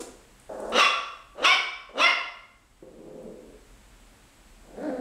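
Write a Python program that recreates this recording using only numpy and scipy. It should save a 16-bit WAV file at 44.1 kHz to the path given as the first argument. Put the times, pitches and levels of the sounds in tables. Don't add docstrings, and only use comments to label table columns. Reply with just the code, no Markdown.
import sys
import numpy as np
from scipy import signal
from scipy.fft import rfft, irfft, next_fast_len
from scipy.io import wavfile
from scipy.ndimage import uniform_filter1d, map_coordinates

SR = 44100
rng = np.random.default_rng(int(sys.argv[2]) if len(sys.argv) > 2 else 0)


def waveform_to_disk(signal):
    frames = np.transpose(np.atleast_2d(signal))
    scaled = np.clip(frames, -1, 1) * 32767
    samples = np.round(scaled).astype(np.int16)
    wavfile.write(sys.argv[1], SR, samples)


N = 220913
TOP_HZ = 15700

# f/Hz, level/dB
CLOSED_MOUTH = [(100, -20.5), (180, -12.5), (250, -5), (400, -2), (560, 6.5), (750, -5.5), (1100, -15),
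                (1600, -19.5), (2600, -54.5), (4200, -39.5), (8000, -30.5), (15000, -66.5)]


def amp(db):
    return 10 ** (np.asarray(db) / 20)


def unit(x):
    return x / np.sqrt(np.mean(x ** 2) + 1e-20)


def along(points, hz):
    freqs, values = np.transpose(points)
    return np.interp(np.log(hz + 1), np.log(freqs + 1), values)


def span(start, end):
    return np.arange(round(start * SR), round(end * SR)) / SR


def curves(rows):
    times, *columns = np.transpose(rows)
    return times[0], [np.interp(span(times[0], times[-1]), times, column) for column in columns]


def wobble(rate, size):
    knots = rng.standard_normal(int(size * rate / SR) + 4)
    return map_coordinates(knots, [np.arange(size) * rate / SR])


def placed(onset, x):
    track = np.zeros(N)
    slot = track[max(round(onset * SR), 0):][:len(x)]
    slot += x[:len(slot)]
    return track


def filtered(x, gain):
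    size = next_fast_len(len(x) + 8192)
    return irfft(rfft(x, size) * gain(np.fft.rfftfreq(size, 1 / SR)), size)[:len(x)]


def noise(colour, size):
    return unit(filtered(rng.standard_normal(size), lambda hz: amp(along(colour, hz))))


def bump(hz, centre, width):
    return 1 / (1 + (2 * (hz - centre) / width) ** 2)


def voice(pitch, rough, tract_db, jitter, doubling, focus, shimmer_db=3, harmonics=20):
    n = len(pitch)
    now = np.arange(n)
    rough = np.clip(rough, .02, 1)
    rasp = np.sqrt(rough)
    phase = 2 * np.pi * np.cumsum(pitch * (1 + jitter * rasp * wobble(265.2, n))) / SR
    flutter = unit(amp(shimmer_db * rasp * wobble(132.3, n)))
    ratios = np.arange(2, 2 * harmonics + 1)[:, None] / 2
    lines = np.where(ratios % 1, doubling * rasp, 1) * (ratios * pitch < TOP_HZ)
    gains = lines * amp(focus * tract_db(ratios * pitch, now))
    partials = gains * np.sin(ratios * phase + 2 * np.pi * rng.random(ratios.shape))
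    tone = np.sum(partials, 0) / np.sqrt(np.sum(gains ** 2, 0) / 2)
    hz, t, white = signal.stft(rng.standard_normal(n), SR, nperseg=512)
    shape = amp(tract_db(hz[:, None], np.minimum((t * SR).astype(int), n - 1)))
    air = unit(signal.istft(white * shape / np.linalg.norm(shape, axis=0), nperseg=512)[1][:n])
    fades = np.minimum(np.minimum(now, n - now) / (.003 * SR), 1)
    sound = fades * flutter * (np.sqrt(1 - rough) * tone + rasp * air)
    return filtered(sound, lambda hz: 1 - 1 / (1 + (hz / 140) ** 8))


def rattle(pitch, db, rough, colour):
    return amp(db) * voice(pitch, rough, lambda hz, i: along(colour, hz), jitter=.06, doubling=.6, focus=1)


def ring_and_growls():
    # t/s, length/s, pitch/Hz, level/dB, roughness (full at 1)
    cues = [(0, 0.0145, 210.5, -35, 1.2), (.492, 0.25, 212, -35.5, 0.46), (1.348, 0.028, 183, -44, 0.64),
            (1.373, 0.038, 201.2, -38.5, 0), (1.89, 0.028, 192, -40, 0.74)]
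    swell_db, swell_s = 4.5, .04
    tracks = []
    for onset, length, hz, db, rough in cues:
        t = span(0, length)
        drift = wobble(22, len(t))
        level_db = db - swell_db * np.exp(-t / swell_s) + drift
        tracks.append(placed(onset, rattle(hz * (1 + .03 * drift), level_db, rough, CLOSED_MOUTH)))
    return tracks


def wash_and_paws():
    # t/s, level/dB
    ticks = [(0.399, -52), (.602, -46.5), (0.697, -46), (1.736, -61), (3.23, -57.5)]
    # f/Hz, level/dB
    tick_colour = [(1000, -28), (5000, -19.5), (8500, 6), (11000, -1.5), (15000, -16.5)]
    # t/s, length/s, level/dB
    swishes = [(0, .028, -38.5), (0.521, 0.11, -66), (0.637, .076, -62)]
    # f/Hz, level/dB
    swish_colour = [(120, -19), (250, 13), (900, 4), (1500, -5), (3000, -8), (5000, -5), (7500, -1),
                    (10000, -5), (12000, -15), (15500, -25.5)]
    track = np.zeros(N)
    t, tick_t60 = span(0, .1), .025
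    for onset, db in ticks:
        track += placed(onset, amp(db - 60 * t / tick_t60) * noise(tick_colour, len(t)))
    for onset, length, db in swishes:
        n = round(length * SR)
        envelope = amp(1.4 * wobble(170, n)) * signal.windows.tukey(n)
        track += placed(onset, amp(db) * unit(envelope * noise(swish_colour, n)))
    return track


def tiled_room(x, bounce_db=-18, tail_db=-2.5, bloom_s=.014):
    # f/Hz, t60/s
    ring_times = [(150, 0.51), (500, 0.69), (1100, 0.73), (2500, 0.6), (5500, 0.59), (9000, 0.52),
                  (15000, 0.31)]
    hz, t, white = signal.stft(rng.standard_normal(SR), SR, nperseg=256)
    decay = amp(-60 * t / along(ring_times, hz)[:, None])
    bloom = 1 - np.exp(-t / bloom_s)
    tail = signal.istft(white * decay * bloom, SR, nperseg=256)[1]
    response = amp(tail_db) * tail / np.linalg.norm(tail)
    bounces_s = rng.uniform(.001, .028, size=8)
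    response[(bounces_s * SR).astype(int)] += amp(bounce_db)
    response[0] += 1
    return signal.fftconvolve(x, response)[:N]


def noise_floor():
    # f/Hz, level/dB
    hiss_colour = [(15, -21), (25, 0), (49, 3), (86, -13), (119, -7), (164, -17), (204, -9), (322, -13.5),
                   (399, -18), (523, -16.5), (582, -17), (2560, -22), (5730, -29), (7700, -25.5),
                   (15500, -40.5)]
    # f/Hz, level/dB
    hums = [(38, -63), (123.8, -78), (7795, -75.5)]
    t = np.arange(N) / SR
    tones = sum(amp(db) * unit(np.sin(2 * np.pi * hz * t + .99 * wobble(8, N))) for hz, db in hums)
    return amp(-54.5) * noise(hiss_colour, N) + tones


def windup_pitch(t, burst_hz=297.1, octaves_per_s=7):
    return burst_hz * 2 ** (octaves_per_s * t)


def windup(burst_s, db):
    start, peak, end = -.068, -.018, .011
    t = span(start, end)
    swell_db = np.interp(t, [start, peak, end], [-18, 0, -5.5])
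    return placed(burst_s + start, rattle(windup_pitch(t), db + swell_db, rough=.32, colour=CLOSED_MOUTH))


def yap(burst_s, length, first_hz, top_hz, db, clear_rough, clear_s, closed, bright_db,
        windup_db, rasp_s, rasp_db):
    # f/Hz, level/dB
    open_mouth = [(150, -67), (330, -11), (680, -11), (1000, -10), (1700, -8.5), (3400, -16.5),
                  (4300, -17.5), (5600, -22.5), (6700, -32), (8700, -32.5), (9500, -40), (15500, -42.5)]
    # f wide open/Hz, f lips nearly closed/Hz, width/Hz, boost/dB
    formants = [(1253, 1003, 282, 12), (2878, 1983, 505, 13.5), (3804, 2900, 630, 12),
                (5970, 4860, 860, 12), (7700, 9250, 1500, 8), (10230, 11000, 640, 11)]
    leap_s, climb_s, sag_hz_per_s = .006, .078, 2500
    start, end = -rasp_s - .022, length + .02
    t = span(start, end)
    note = np.interp(t, [0, climb_s], [first_hz, top_hz]) - sag_hz_per_s * np.maximum(t - length, 0)
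    leap = 1 / (1 + np.exp(-t / leap_s))
    pitch = (1 - leap) * windup_pitch(t) + leap * note
    level_db = np.interp(t, [start, -rasp_s, -.024, .016, length, end],
                         [rasp_db - 17.5, rasp_db - 3.5, rasp_db, db, db, db - 4.5])
    rough = np.interp(t, [0, clear_s, length, end], [.77, clear_rough, clear_rough, .84])
    closing = np.interp(t, [0, clear_s, .04, .062], [0, .35, .35, closed])
    tilt_db = bright_db + .31 * (level_db - db) - 1.5 * closing

    def tract_db(hz, i):
        peaks = sum(peak_db * bump(hz, wide + (narrow - wide) * closing[i], width)
                    for wide, narrow, width, peak_db in formants)
        return along(open_mouth, hz) + peaks + tilt_db[i] * np.log2(1 + hz / top_hz)

    growl = windup(burst_s, windup_db)
    bark = amp(level_db) * voice(pitch, rough, tract_db, jitter=.036, doubling=.5, focus=1.5)
    return growl + placed(burst_s + start, bark)


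def second_tone(onset, length, hz, db, fall_hz_per_s=1700):
    t = span(0, length)
    pitch = (hz - fall_hz_per_s * t) * (1 + .022 * wobble(213, len(t)))
    tone = unit(np.sin(2 * np.pi * np.cumsum(pitch) / SR))
    return placed(onset, amp(db) * tone * signal.windows.tukey(len(t), .5))


def yaps():
    # burst t/s, length/s, first pitch/Hz, top pitch/Hz, level/dB, roughness once clear (0-1),
    # time to clear/s, final lip closing (0-1), brightness/dB per octave, wind-up level/dB,
    # rasp lead/s, rasp level/dB
    cues = [ (0.784, .056, 671, 688.3, -14, 0.14, 0.044, .5, 1.36, -23, .044, -24),
            (1.441, 0.091, 653, 776.8, -10, .1, 0.025, 0.7, 1.8, -27.5, .058, -40.5),
            (2.000, 0.083, 640.4, 710.8, -11, 0.12, 0.017, 0.99, 1.1, -23, .024, -28.5), ]
    # t/s, length/s, starting pitch/Hz, level/dB
    tones = [(.803, 0.043, 1192, -15.5), (1.445, 0.054, 1136, -14), (1.998, 0.023, 1057, -16.5)]
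    return [yap(*cue) + second_tone(*tone) for cue, tone in zip(cues, tones)]


def grumble(push_db=3.5, push_s=.02):
    # t/s, pitch/Hz, level/dB
    contour = [(2.822, 174.2, -42.5), (2.906, 171.2, -46.5), (2.95, 149, -46), (3.03, 167.8, -43),
               (3.204, 172.5, -41), (3.236, 220.9, -41.5), (3.304, 167.1, -43), (3.358, 165.3, -50),
               (3.55, 135, -55)]
    # f/Hz, level/dB
    throat = [(90, -21), (165, -3.5), (340, -1.5), (510, -0.5), (680, -16.5), (1100, -26), (1700, -40),
              (3000, -49), (12000, -63.5)]
    onset, (pitch, db) = curves(contour)
    t = np.arange(len(pitch)) / SR
    level_db = db + push_db * np.exp(-t / push_s)
    return placed(onset, rattle(pitch, level_db, rough=.366, colour=throat))


def woof(clear_s=.15):
    # t/s, pitch/Hz, level/dB
    contour = [(4.63, 174.2, -59.5), (4.748, 173.9, -49.5), (4.764, 176.1, -46), (4.786, 234.4, -40.5),
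               (4.85, 307.8, -30.5), (4.862, 314.1, -36), (4.896, 263.7, -31.5), (4.91, 255.5, -38),
               (5.009, 246.8, -35)]
    # f/Hz, level/dB
    nose = [(120, -24), (190, 1.5), (255, -4), (380, -5.5), (550, 0), (780, -12), (1150, -27), (1650, -20),
            (2900, -47), (4200, -38), (5500, -46), (8000, -39), (15000, -70)]
    onset, (pitch, db) = curves(contour)
    t = np.arange(len(pitch)) / SR
    return placed(onset, rattle(pitch, db, rough=np.exp(-t / clear_s), colour=nose))


def scene():
    tracks = yaps() + ring_and_growls() + [grumble(), woof(), wash_and_paws()]
    puppy = sum(tiled_room(track) for track in tracks)
    return (puppy + noise_floor())[None]


def gain_control(x, threshold_db, release_db_per_s):
    level_db = 10 * np.log10(np.abs(uniform_filter1d(x ** 2, SR // 50)) + 1e-12)
    over_db = np.maximum(level_db - threshold_db, 0)
    creep_db = release_db_per_s * np.arange(N) / SR
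    cut_db = np.maximum.accumulate(over_db + creep_db) - creep_db
    return x * amp(-uniform_filter1d(cut_db, SR // 200))


def record(dry):
    ducked = gain_control(dry[0], threshold_db=-17.0, release_db_per_s=6.0)
    return filtered(ducked, lambda hz: hz < TOP_HZ)[None]


dry = scene()
out = record(dry)
waveform_to_disk(out)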